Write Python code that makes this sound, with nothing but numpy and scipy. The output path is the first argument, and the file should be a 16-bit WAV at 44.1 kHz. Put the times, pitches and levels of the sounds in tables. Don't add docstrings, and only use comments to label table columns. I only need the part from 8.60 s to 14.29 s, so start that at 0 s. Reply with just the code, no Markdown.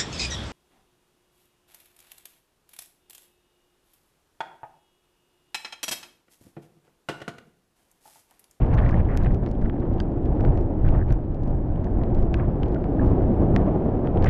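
import sys
import numpy as np
from scipy import signal
from scipy.fft import rfft, irfft, next_fast_len
from scipy.io import wavfile
from scipy.ndimage import uniform_filter1d, minimum_filter1d

SR = 44100
rng = np.random.default_rng(int(sys.argv[2]) if len(sys.argv) > 2 else 0)


def unload_audio(sound):
    columns = np.transpose(np.atleast_2d(sound))
    steps = np.round(np.clip(columns, -1, 1) * 32767)
    wavfile.write(sys.argv[1], SR, steps.astype(np.int16))


N = 251061
TIME = np.arange(N) / SR
LEAD = 256

# peak t/s, relative strength/dB, rise of the small eddies/s,
# large eddies against small/dB, relative spray level/dB
GUST_TABLE = [(0.02, -32, 0.035, 9, -46.5), (0.16, -21, 0.18, -3, -49.5), (0.255, -24, 0.045, 5, -48.5),
              (0.381, -19.5, 0.033, -5.5, -49), (0.52, -31, 0.098, 8.5, -50), (0.6, -33, 0.05, 8, -49),
              (0.68, -25, 0.06, 4.5, -52), (0.84, -23, 0.014, -15.5, -53), (1.05, -33, 0.04, 11.5, -57.5),
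              (1.35, -26.5, 0.061, 1.5, -65), (1.7, -27.5, 0.064, 3.5, -69),
              (1.87, -20.5, 0.058, 0.5, -54.5), (1.98, -29, 0.044, 7, -57.5), (2.275, -22, 0.046, 7.5, -49),
              (2.355, -21, 0.042, 2, -51), (2.5, -25.5, 0.047, 6.5, -53), (2.899, -25.5, 0.074, 3.5, -75),
              (3.15, -26.5, 0.068, -4.5, -82), (3.35, -28.5, 0.069, 5.5, -76),
              (3.59, -26.5, 0.065, 7.5, -58.5), (3.799, -25, 0.091, -1.5, -54),
              (4.032, -28.5, 0.061, 1, -55.5), (4.47, -19, 0.055, -3, -60), (4.62, -26, 0.036, 1, -70),
              (4.8, -24, 0.07, -5, -76.5), (4.97, -24, 0.06, 0.5, -65), (5.66, -19.5, 0.082, -0.5, -48.5)]


def gain_of(db):
    return 10 ** (np.asarray(db) / 20)


def evened(x):
    return x / np.sqrt(np.mean(x ** 2) + 1e-20)


def read(points, hz):
    f, db = np.transpose(points)
    return np.interp(np.log(hz + 1), np.log(f + 1), db)


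def noise(points):
    size = next_fast_len(N)
    hz = np.fft.rfftfreq(size, 1 / SR)
    spectrum = rfft(rng.standard_normal(size)) * gain_of(read(points, hz))
    return evened(irfft(spectrum, size)[:N])


def wobble(rate_hz):
    size = next_fast_len(N)
    hz = np.fft.rfftfreq(size, 1 / SR)
    spectrum = rfft(rng.standard_normal(size)) / (1 + (hz / rate_hz) ** 4)
    return evened(irfft(spectrum, size)[:N])


def steadied(x, size):
    power = uniform_filter1d(uniform_filter1d(x ** 2, size), size)
    return x / np.sqrt(abs(power) + 1e-9)


def resonate(x, hz, width_hz):
    return signal.lfilter(*signal.iirpeak(hz, hz / width_hz, SR), x)


def add(mix, s, sound):
    part = mix[round(s * SR):][:len(sound)]
    part += sound[:len(part)]


def gusts(levels_db, lull_db, stretch=1):
    fall_per_rise = 1.34
    power = np.ones(N) * gain_of(lull_db) ** 2
    for (s, _, rise_s, _, _), db in zip(GUST_TABLE, levels_db):
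        width_s = stretch * rise_s * np.where(TIME < s, 1, fall_per_rise)
        power += gain_of(db) ** 2 * np.exp(-((TIME - s) / width_s) ** 2)
    return np.sqrt(power)


def flow(force_db):
    large_stretch, spray_stretch = .92, 0.57
    lull_large_db, lull_small_db, lull_spray_db = -30, -31.5, -60
    lull_follows = 0.52
    _, strength_db, _, weight_db, spray_db = np.transpose(GUST_TABLE)
    large = gusts(strength_db + weight_db, lull_large_db, large_stretch)
    small = gusts(strength_db, lull_small_db + lull_follows * force_db)
    spray = gusts(spray_db, lull_spray_db, spray_stretch)
    return large, small, spray


def buffet(large_push, small_push, large_db=1, small_db=1.02, lumps_db=1.27):
    # f/Hz, relative density/dB
    deep_shape = [(8, -8.5), (18, 11.5), (29, 10), (50, 10), (75, -4.5), (150, -33), (600, -79),
                  (4000, -135)]
    flutter_shape = [(30, -20), (62, -1), (95, 1.5), (125, -2.5), (170, -10), (260, -19.5), (450, -40),
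                     (800, -33), (1300, -54.5), (2500, -73), (5000, -92.5), (12000, -130)]
    large = steadied(noise(deep_shape), size=3000) * large_push * gain_of(large_db)
    small = steadied(noise(flutter_shape), size=2800) * small_push * gain_of(small_db)
    return (large + small) * gain_of(lumps_db * wobble(18.0))


def gale(force_db, push, low_db=-31, rush_db=-40.5, rush_growth=1.58, gust_db=-16,
         flutter_db=1.26, grain_db=0.92):
    # f/Hz, relative density/dB
    roar_shape = [(40, -20.5), (110, -2), (170, 5), (240, 3), (290, 3), (350, 1.5), (430, -4.5), (560, -12),
                  (800, -31), (1400, -50), (3000, -74), (9000, -120)]
    rush_shape = [(250, -16), (420, 3), (560, 3.5), (760, 1), (900, -5.5), (1100, -14), (1450, -21),
                  (1750, -26), (2200, -32), (3200, -40), (4200, -50.5), (6000, -55), (7500, -71),
                  (15000, -105)]
    low = steadied(noise(roar_shape), size=4000) * gain_of(force_db + low_db)
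    rush_level = np.hypot(gain_of(rush_growth * force_db + rush_db), push * gain_of(gust_db))
    rush = steadied(noise(rush_shape), size=4000) * rush_level
    grain = evened(gain_of(grain_db * wobble(100)))
    return (low + rush * grain) * gain_of(flutter_db * wobble(27))


def moans(width_hz=38, trim_db=-1, edge_s=.05, waver=.045):
    # t/s, centre f/Hz before the waver, relative level/dB
    moan_curves = [
        [(0, 320, -45.5), (1.0, 329.8, -38), (1.5, 322.8, -34.5), (2.3, 329.9, -33), (2.7, 312, -40),
         (3.2, 319.9, -38), (3.6, 340.6, -33.5), (4.1, 348.9, -33), (4.9, 351, -28.5), (5.3, 368.3, -33.5),
         (5.69, 379, -32.5)],
        [(.55, 180.7, -42.5), (.85, 200, -32), (1.15, 250, -31.5), (1.4, 309.4, -37.5), (1.6, 304, -50.5)],
        [(3.95, 320, -33.5), (4.22, 300, -40.5), (4.34, 275, -25.5), (4.6, 270, -30.5), (4.8, 205.4, -28),
         (4.98, 184.5, -24.5), (5.2, 177.7, -35)],
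    ]
    out = np.zeros(N)
    for curve in moan_curves:
        s, hz, db = np.transpose(curve)
        pitch_hz = np.interp(TIME, s, hz) * (1 + waver * wobble(3))
        turn = np.exp(2j * np.pi * np.cumsum(pitch_hz) / SR)
        fuzz = wobble(width_hz) + 1j * wobble(width_hz)
        song = steadied((fuzz * turn).real, size=4000)
        sounding = np.clip(np.minimum(TIME - s[0], s[-1] - TIME) / edge_s, 0, 1)
        out += song * sounding * gain_of(np.interp(TIME, s, db) + trim_db)
    return out


def tick(corner_hz, ring_hz, ring_db=3.5, width_hz=330, abruptness=0.48, lag_s=0.001149, size=1024):
    # f/Hz, relative level/dB
    shell_response = [(300, -31), (1100, 1.5), (1750, -1), (2500, -3.5), (3200, -5), (4000, -8), (6300, -8),
                      (8000, -13), (9700, -19.5), (11500, -8.5), (13300, -34.5), (15000, -43.5)]
    signed_hz = np.fft.fftfreq(size, 1 / SR)
    hz = abs(signed_hz)
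    contact = 1 / np.sqrt(1 + (hz / corner_hz) ** 6)
    log_gain = np.log(gain_of(read(shell_response, hz)) * contact + 1e-5)
    onset_phase = abruptness * signal.hilbert(log_gain).imag
    bending = 2 * np.pi * lag_s * 1000 * np.arcsinh(signed_hz / 500)
    knock = np.fft.ifft(np.exp(log_gain - 1j * (onset_phase + bending))).real
    knock = np.roll(knock, LEAD)
    return knock + gain_of(ring_db) * resonate(knock, ring_hz, width_hz)


def drops(trim_db=1.96, scatter_db=-15, scatter_t60=0.047, size=2600):
    # t/s, relative strength/dB, contact corner f/Hz (higher is harder),
    # ring f/Hz of the struck spot, ring level/dB
    drop_table = [(0.1408, -21, 6200, 4130, 4), (0.1485, -24, 6700, 6140, 6), (0.1768, -8, 2400, 3860, 6),
                  (0.1846, -17, 2400, 3500, 8), (0.1932, -10, 2200, 3600, 5), (0.2145, -31, 5000, 4600, 2),
                  (0.252, -22.5, 3940, 4000, 6), (0.265, -18, 2400, 2300, 4), (0.2920, -16, 4830, 2130, 5),
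                  (0.3106, -23, 6160, 5400, 4), (0.3433, -17, 2500, 3700, -2.5),
                  (0.4535, -26, 3000, 3200, 12), (0.5738, -7, 14100, 6260, -10),
                  (0.626, -29, 14000, 3710, 6), (0.636, -28, 13900, 3900, 13),
                  (0.6471, -19, 4500, 4000, -3), (0.665, -20, 2900, 3900, 4), (0.6866, -36, 6040, 3700, -5),
                  (0.7243, -30, 6000, 3700, 4), (0.7458, -22, 7300, 2460, 5), (0.8365, -27, 3800, 3500, 0),
                  (0.8628, -14.5, 4060, 4000, -4), (0.8736, -27, 4400, 4300, 6),
                  (0.889, -31, 5400, 5300, 12), (0.914, -22, 9200, 4400, 2), (0.952, -31, 3000, 3300, 11),
                  (1.0152, -26, 4800, 3700, -8), (1.045, -29, 3820, 3220, 2),
                  (1.0976, -7.5, 1990, 3250, 10), (1.202, -25.5, 4370, 3940, 5),
                  (1.3356, -28, 5000, 3000, 0), (1.383, -22, 3400, 2900, -3), (1.4019, -11, 5400, 3150, 7),
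                  (1.40253, -11, 5000, 4550, 8), (1.5172, -35, 6000, 4430, 2.5),
                  (1.6574, -21.5, 4200, 1900, -1), (1.808, -12.5, 3000, 5500, 7),
                  (1.8497, -4, 2020, 4520, 6.5), (1.975, -17.5, 3600, 5800, 7), (2.01, -29, 5540, 5600, 5),
                  (2.288, -14, 3530, 2400, 2), (2.491, -23, 3400, 2000, -2), (2.506, -10, 2300, 4300, 7),
                  (2.525, -18.5, 14000, 5700, 5), (2.746, -28, 5000, 4000, -3),
                  (2.835, -28.5, 6960, 4000, 3), (2.877, -28, 6040, 5450, -8),
                  (3.1588, -29, 2880, 3050, 12), (3.2443, -21, 4800, 6450, 4),
                  (3.436, -12.5, 2700, 4020, 4), (3.5488, -21.5, 5800, 4170, -1),
                  (3.586, -29, 5520, 4000, -2), (3.6275, -24, 6340, 4140, -5), (3.742, -3, 3850, 2560, 4.5),
                  (4.0325, -10, 3400, 2970, 9), (4.0606, -24, 4200, 2400, 3),
                  (4.0834, -25.5, 5500, 4000, -8), (4.1214, -30, 5500, 3970, 2),
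                  (4.146, -14.5, 3480, 6400, 0.5), (4.2415, -11, 2300, 4870, 4),
                  (4.4633, -27, 5500, 5200, 0), (4.4766, -29, 5950, 4000, 6), (4.514, -34, 5500, 3820, -5),
                  (4.9627, 0, 4300, 1850, 8), (5.4725, -6.5, 2090, 3220, 5),
                  (5.5735, -10.5, 2510, 3220, 4.5), (5.6255, -11.5, 3500, 4500, 4),
                  (5.644, -8, 5200, 5700, 3), (5.662, -16, 6200, 7000, 5), (5.6763, -8, 2990, 3400, 5)]
    out, t = np.zeros(N), np.arange(size) / SR
    for s, db, corner_hz, ring_hz, ring_db in drop_table:
        fragments = rng.laplace(size=size) * gain_of(-60 * t / scatter_t60)
        fragments /= np.linalg.norm(fragments)
        blow = signal.unit_impulse(size) + gain_of(scatter_db) * fragments
        sound = signal.fftconvolve(blow, tick(corner_hz, ring_hz, ring_db))
        add(out, s - LEAD / SR, gain_of(db + trim_db) * sound)
    return out


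def splats(hardness=0.8, film_hz=3700):
    # t/s, level/dB, length/s, centre f/Hz
    splat_table = [(0.09, -44, 0.17, 950), (0.121, -43.5, 0.035, 1800), (0.178, -43, 0.02, 2480),
                   (0.182, -37.5, 0.012, 3300), (0.2, -48.5, 0.11, 1900), (0.252, -42.5, 0.092, 990),
                   (0.315, -46, 0.045, 1900), (0.352, -53, 0.04, 3400), (0.383, -50, 0.035, 2400),
                   (0.477, -47, 0.083, 1900), (0.59, -57, 0.083, 1700), (0.658, -41, 0.01, 2600),
                   (0.865, -50, 0.014, 2090), (1.014, -52.5, 0.021, 1750), (1.05, -48.5, 0.017, 2140),
                   (1.214, -49, 0.027, 1540), (1.245, -52.5, 0.036, 1180), (2.248, -52.5, 0.047, 1700),
                   (2.335, -45, 0.037, 1250), (2.387, -53, 0.05, 1750), (3.752, -47.5, 0.12, 1170),
                   (3.795, -45.5, 0.0088, 2400), (4.156, -44, 0.013, 1500), (4.402, -44.5, 0.061, 1100),
                   (4.9, -48.5, 0.17, 1100), (5.636, -43, 0.015, 1350), (5.655, -38, 0.017, 2400),
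                   (5.668, -37, 0.0086, 3100), (5.68, -40, 0.016, 2900)]
    out = np.zeros(N)
    film = signal.butter(4, film_hz, fs=SR, output="sos")
    for s, db, length_s, hz in splat_table:
        count = round(length_s * SR)
        shell = tick(hardness * hz, hz, ring_db=0)
        impacts = signal.fftconvolve(rng.laplace(size=16384), shell, "valid")
        muffled = steadied(signal.sosfilt(film, impacts), size=300)
        burst = muffled[:count] * signal.windows.tukey(count, .6)
        add(out, s, gain_of(db) * evened(burst))
    return out


def plop(hz, swell_s, sag_per_s, size=900):
    t = np.arange(size) / SR
    turns = np.cumsum(hz * np.exp(-sag_per_s * (t - swell_s))) / SR
    swell = (t / swell_s * np.exp(1 - t / swell_s)) ** 2
    return swell * np.sin(2 * np.pi * (turns + rng.random()))


def plops(trim_db=-2):
    # t/s, relative level/dB, f/Hz at the top of the swell, swell/s, sinking of the pitch per s
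    plop_table = [(0.0468, -43, 1940, .0011, 30), (0.13, -37, 1780, .0011, 30),
                  (0.138, -36, 1800, .0011, 60), (0.1418, -40, 1350, .0015, 70),
                  (0.182, -27, 1850, .0009, 30), (0.1906, -33, 1760, .0008, 30),
                  (0.202, -29, 1780, .0011, 50), (0.2235, -34, 1800, .0014, 30),
                  (0.2368, -34, 1850, .0012, 30), (0.2628, -29, 2000, .0011, 70),
                  (0.2915, -36, 2200, .0011, 40), (0.2963, -28.5, 1850, .0013, 80),
                  (0.326, -30, 1700, .0013, 50), (0.3427, -31, 1900, .0012, 70),
                  (0.4004, -38, 1650, .0011, 30), (0.489, -33, 1900, .001, 30),
                  (0.498, -34, 1750, .0011, 30), (0.505, -36, 1950, .0011, 30),
                  (0.5235, -39, 1900, .0008, 30), (0.532, -44, 1850, .0012, 30),
                  (0.5534, -30, 1600, .0008, 60), (0.646, -32, 1860, .0015, 30),
                  (0.6604, -36, 1660, .0011, 30), (0.668, -30, 1750, .0009, 50),
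                  (0.7075, -36, 1900, .0008, 50), (1.0566, -37, 1640, .0011, 30),
                  (1.0972, -42, 1760, .0011, 30), (1.1657, -42, 1740, .0011, 30),
                  (1.4036, -33.5, 1600, .002, 8), (1.7973, -38, 1660, .0011, 30),
                  (1.956, -42.5, 1920, .0011, 30), (2.2507, -37, 1600, .0011, 30),
                  (2.279, -34, 1560, .0018, 20), (2.2867, -41, 1770, .0011, 30),
                  (2.3501, -37, 1600, .0011, 30), (2.3565, -40, 1700, .0013, 30),
                  (2.3925, -35, 1600, .0011, 30), (2.4137, -34, 1650, .0013, 30),
                  (2.424, -35, 1700, .0018, 10), (2.5095, -39, 1650, 0.0012, 30),
                  (2.5226, -38, 1640, .0011, 30), (3.269, -40, 1770, .0013, 30),
                  (3.4136, -40, 1820, .0011, 30), (3.7433, -28, 1650, .0014, 70),
                  (3.7977, -31.5, 1720, .0014, 10), (3.8074, -37, 2020, .0008, 30),
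                  (4.16, -36, 1590, .0008, 30), (4.394, -30, 1680, .0024, 18),
                  (4.411, -38, 1740, .0016, 20), (4.528, -42, 1620, .0011, 30),
                  (5.645, -30, 1650, .0018, 25), (5.6605, -29, 2050, .0014, 30),
                  (5.6684, -24, 1900, .0014, 10), (5.6725, -35, 2150, .0014, 10),
                  (5.678, -31, 1980, .0016, 10), (5.684, -31, 2100, .0016, 10)]
    out = np.zeros(N)
    for s, db, hz, swell_s, sag_per_s in plop_table:
        add(out, s, gain_of(db + trim_db) * plop(hz, swell_s, sag_per_s))
    return out


def bubble(start_s=1.4022, hz=4800, t60=0.038, level_db=-46.5):
    t = np.maximum(TIME - start_s, 0)
    return gain_of(level_db - 60 * t / t60) * np.sin(2 * np.pi * hz * t)


def rain_of(per_s, corner_hz, spread_db):
    spot_rings = [1530, 2420, 3130, 4830]
    out = np.zeros(N)
    for ring_hz in spot_rings:
        hit = rng.random(N) < per_s / len(spot_rings) / SR
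        size_db = spread_db * np.minimum(rng.exponential(1, N), 3)
        blow = gain_of(size_db) * rng.choice([-1, 1], N)
        out += signal.oaconvolve(hit * blow, tick(corner_hz, ring_hz))[:N]
    return evened(out)


def spatter(spray, soft_db=-6, hard_db=-16, clump_db=3, stray_db=-77):
    soft = rain_of(per_s=370, corner_hz=1600, spread_db=2.5)
    hard = rain_of(per_s=150, corner_hz=4300, spread_db=-1.5)
    stray = rain_of(per_s=19, corner_hz=3800, spread_db=0.0)
    clumps = evened(gain_of(clump_db * wobble(23)))
    driven = (soft * gain_of(soft_db) + hard * gain_of(hard_db)) * clumps * spray
    return driven + stray * gain_of(stray_db)


def crackle(spray, level_db=-3, per_s=200, low_hz=1550, high_hz=3300, octave_db=-11, spread_db=3,
            wetting_db=-54, count=10):
    out = np.zeros(N)
    for hz in np.geomspace(low_hz, high_hz, count):
        hit = rng.random(N) < per_s / count / SR
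        size_db = spread_db * np.minimum(rng.exponential(1, N), 3) + octave_db * np.log2(hz / low_hz)
        out += signal.oaconvolve(hit * gain_of(size_db), plop(hz, 1.8 / hz, 50))[:N]
    wet = spray ** 2 / (spray ** 2 + gain_of(wetting_db) ** 2)
    return evened(out) * spray * wet * gain_of(level_db)


def wash(spray, hz=930, width_hz=480, trim_db=1):
    sheet = resonate(resonate(rng.standard_normal(N), hz, width_hz), hz, width_hz)
    return evened(sheet) * spray * gain_of(trim_db)


def hiss(spray, pressure, trim_db=-5, flutter_db=1, lull_share=0.67):
    # f/Hz, relative density/dB
    mist_shape = [(500, -5.5), (1000, 12.5), (1400, 4), (1700, 11), (2300, -18.5), (3200, -20), (4200, -25),
                  (6000, -27.5), (8000, -57), (14000, -64)]
    puffs = evened(np.hypot(lull_share, steadied(pressure, size=6000)))
    return noise(mist_shape) * spray * puffs * gain_of(trim_db + flutter_db * wobble(45))


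def scene():
    # t/s, relative level/dB
    gale_force = [(0, 0), (.29, -1), (.55, 1), (.9, -0.5), (1.31, 1.7), (1.54, 0), (1.89, 4), (2.1, 1),
                  (2.36, 1.5), (2.55, -2), (2.75, -2), (2.92, -2.5), (3.3, 0), (3.46, 4.5), (3.72, 0.5),
                  (3.85, 1), (4.25, 3.5), (4.35, 4), (4.44, 5.5), (4.6, 6.5), (4.72, 4.5), (5.0, 6.5),
                  (5.38, 4.5), (5.62, 6.5), (5.69, 4)]
    force_db = np.interp(TIME, *np.transpose(gale_force))
    large, small, spray = flow(force_db)
    wind = buffet(large, small) + gale(force_db, small) + moans()
    water = hiss(spray, wind) + wash(spray) + spatter(spray) + crackle(spray)
    water += splats() + plops() + drops() + bubble()
    return (wind + water)[None]


def record(dry):
    edge_hz = 14500
    allowed = np.minimum(1, .45 / (abs(dry) + 1e-9))
    held = minimum_filter1d(allowed, size=600)
    gain = uniform_filter1d(uniform_filter1d(held, size=300), size=300)
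    ends = signal.windows.tukey(N, .0006)
    lowpass = signal.firwin(255, edge_hz, window=("kaiser", 9), fs=SR)
    return signal.oaconvolve(dry * gain * ends, lowpass[None], "same")


dry = scene()
out = record(dry)
unload_audio(out)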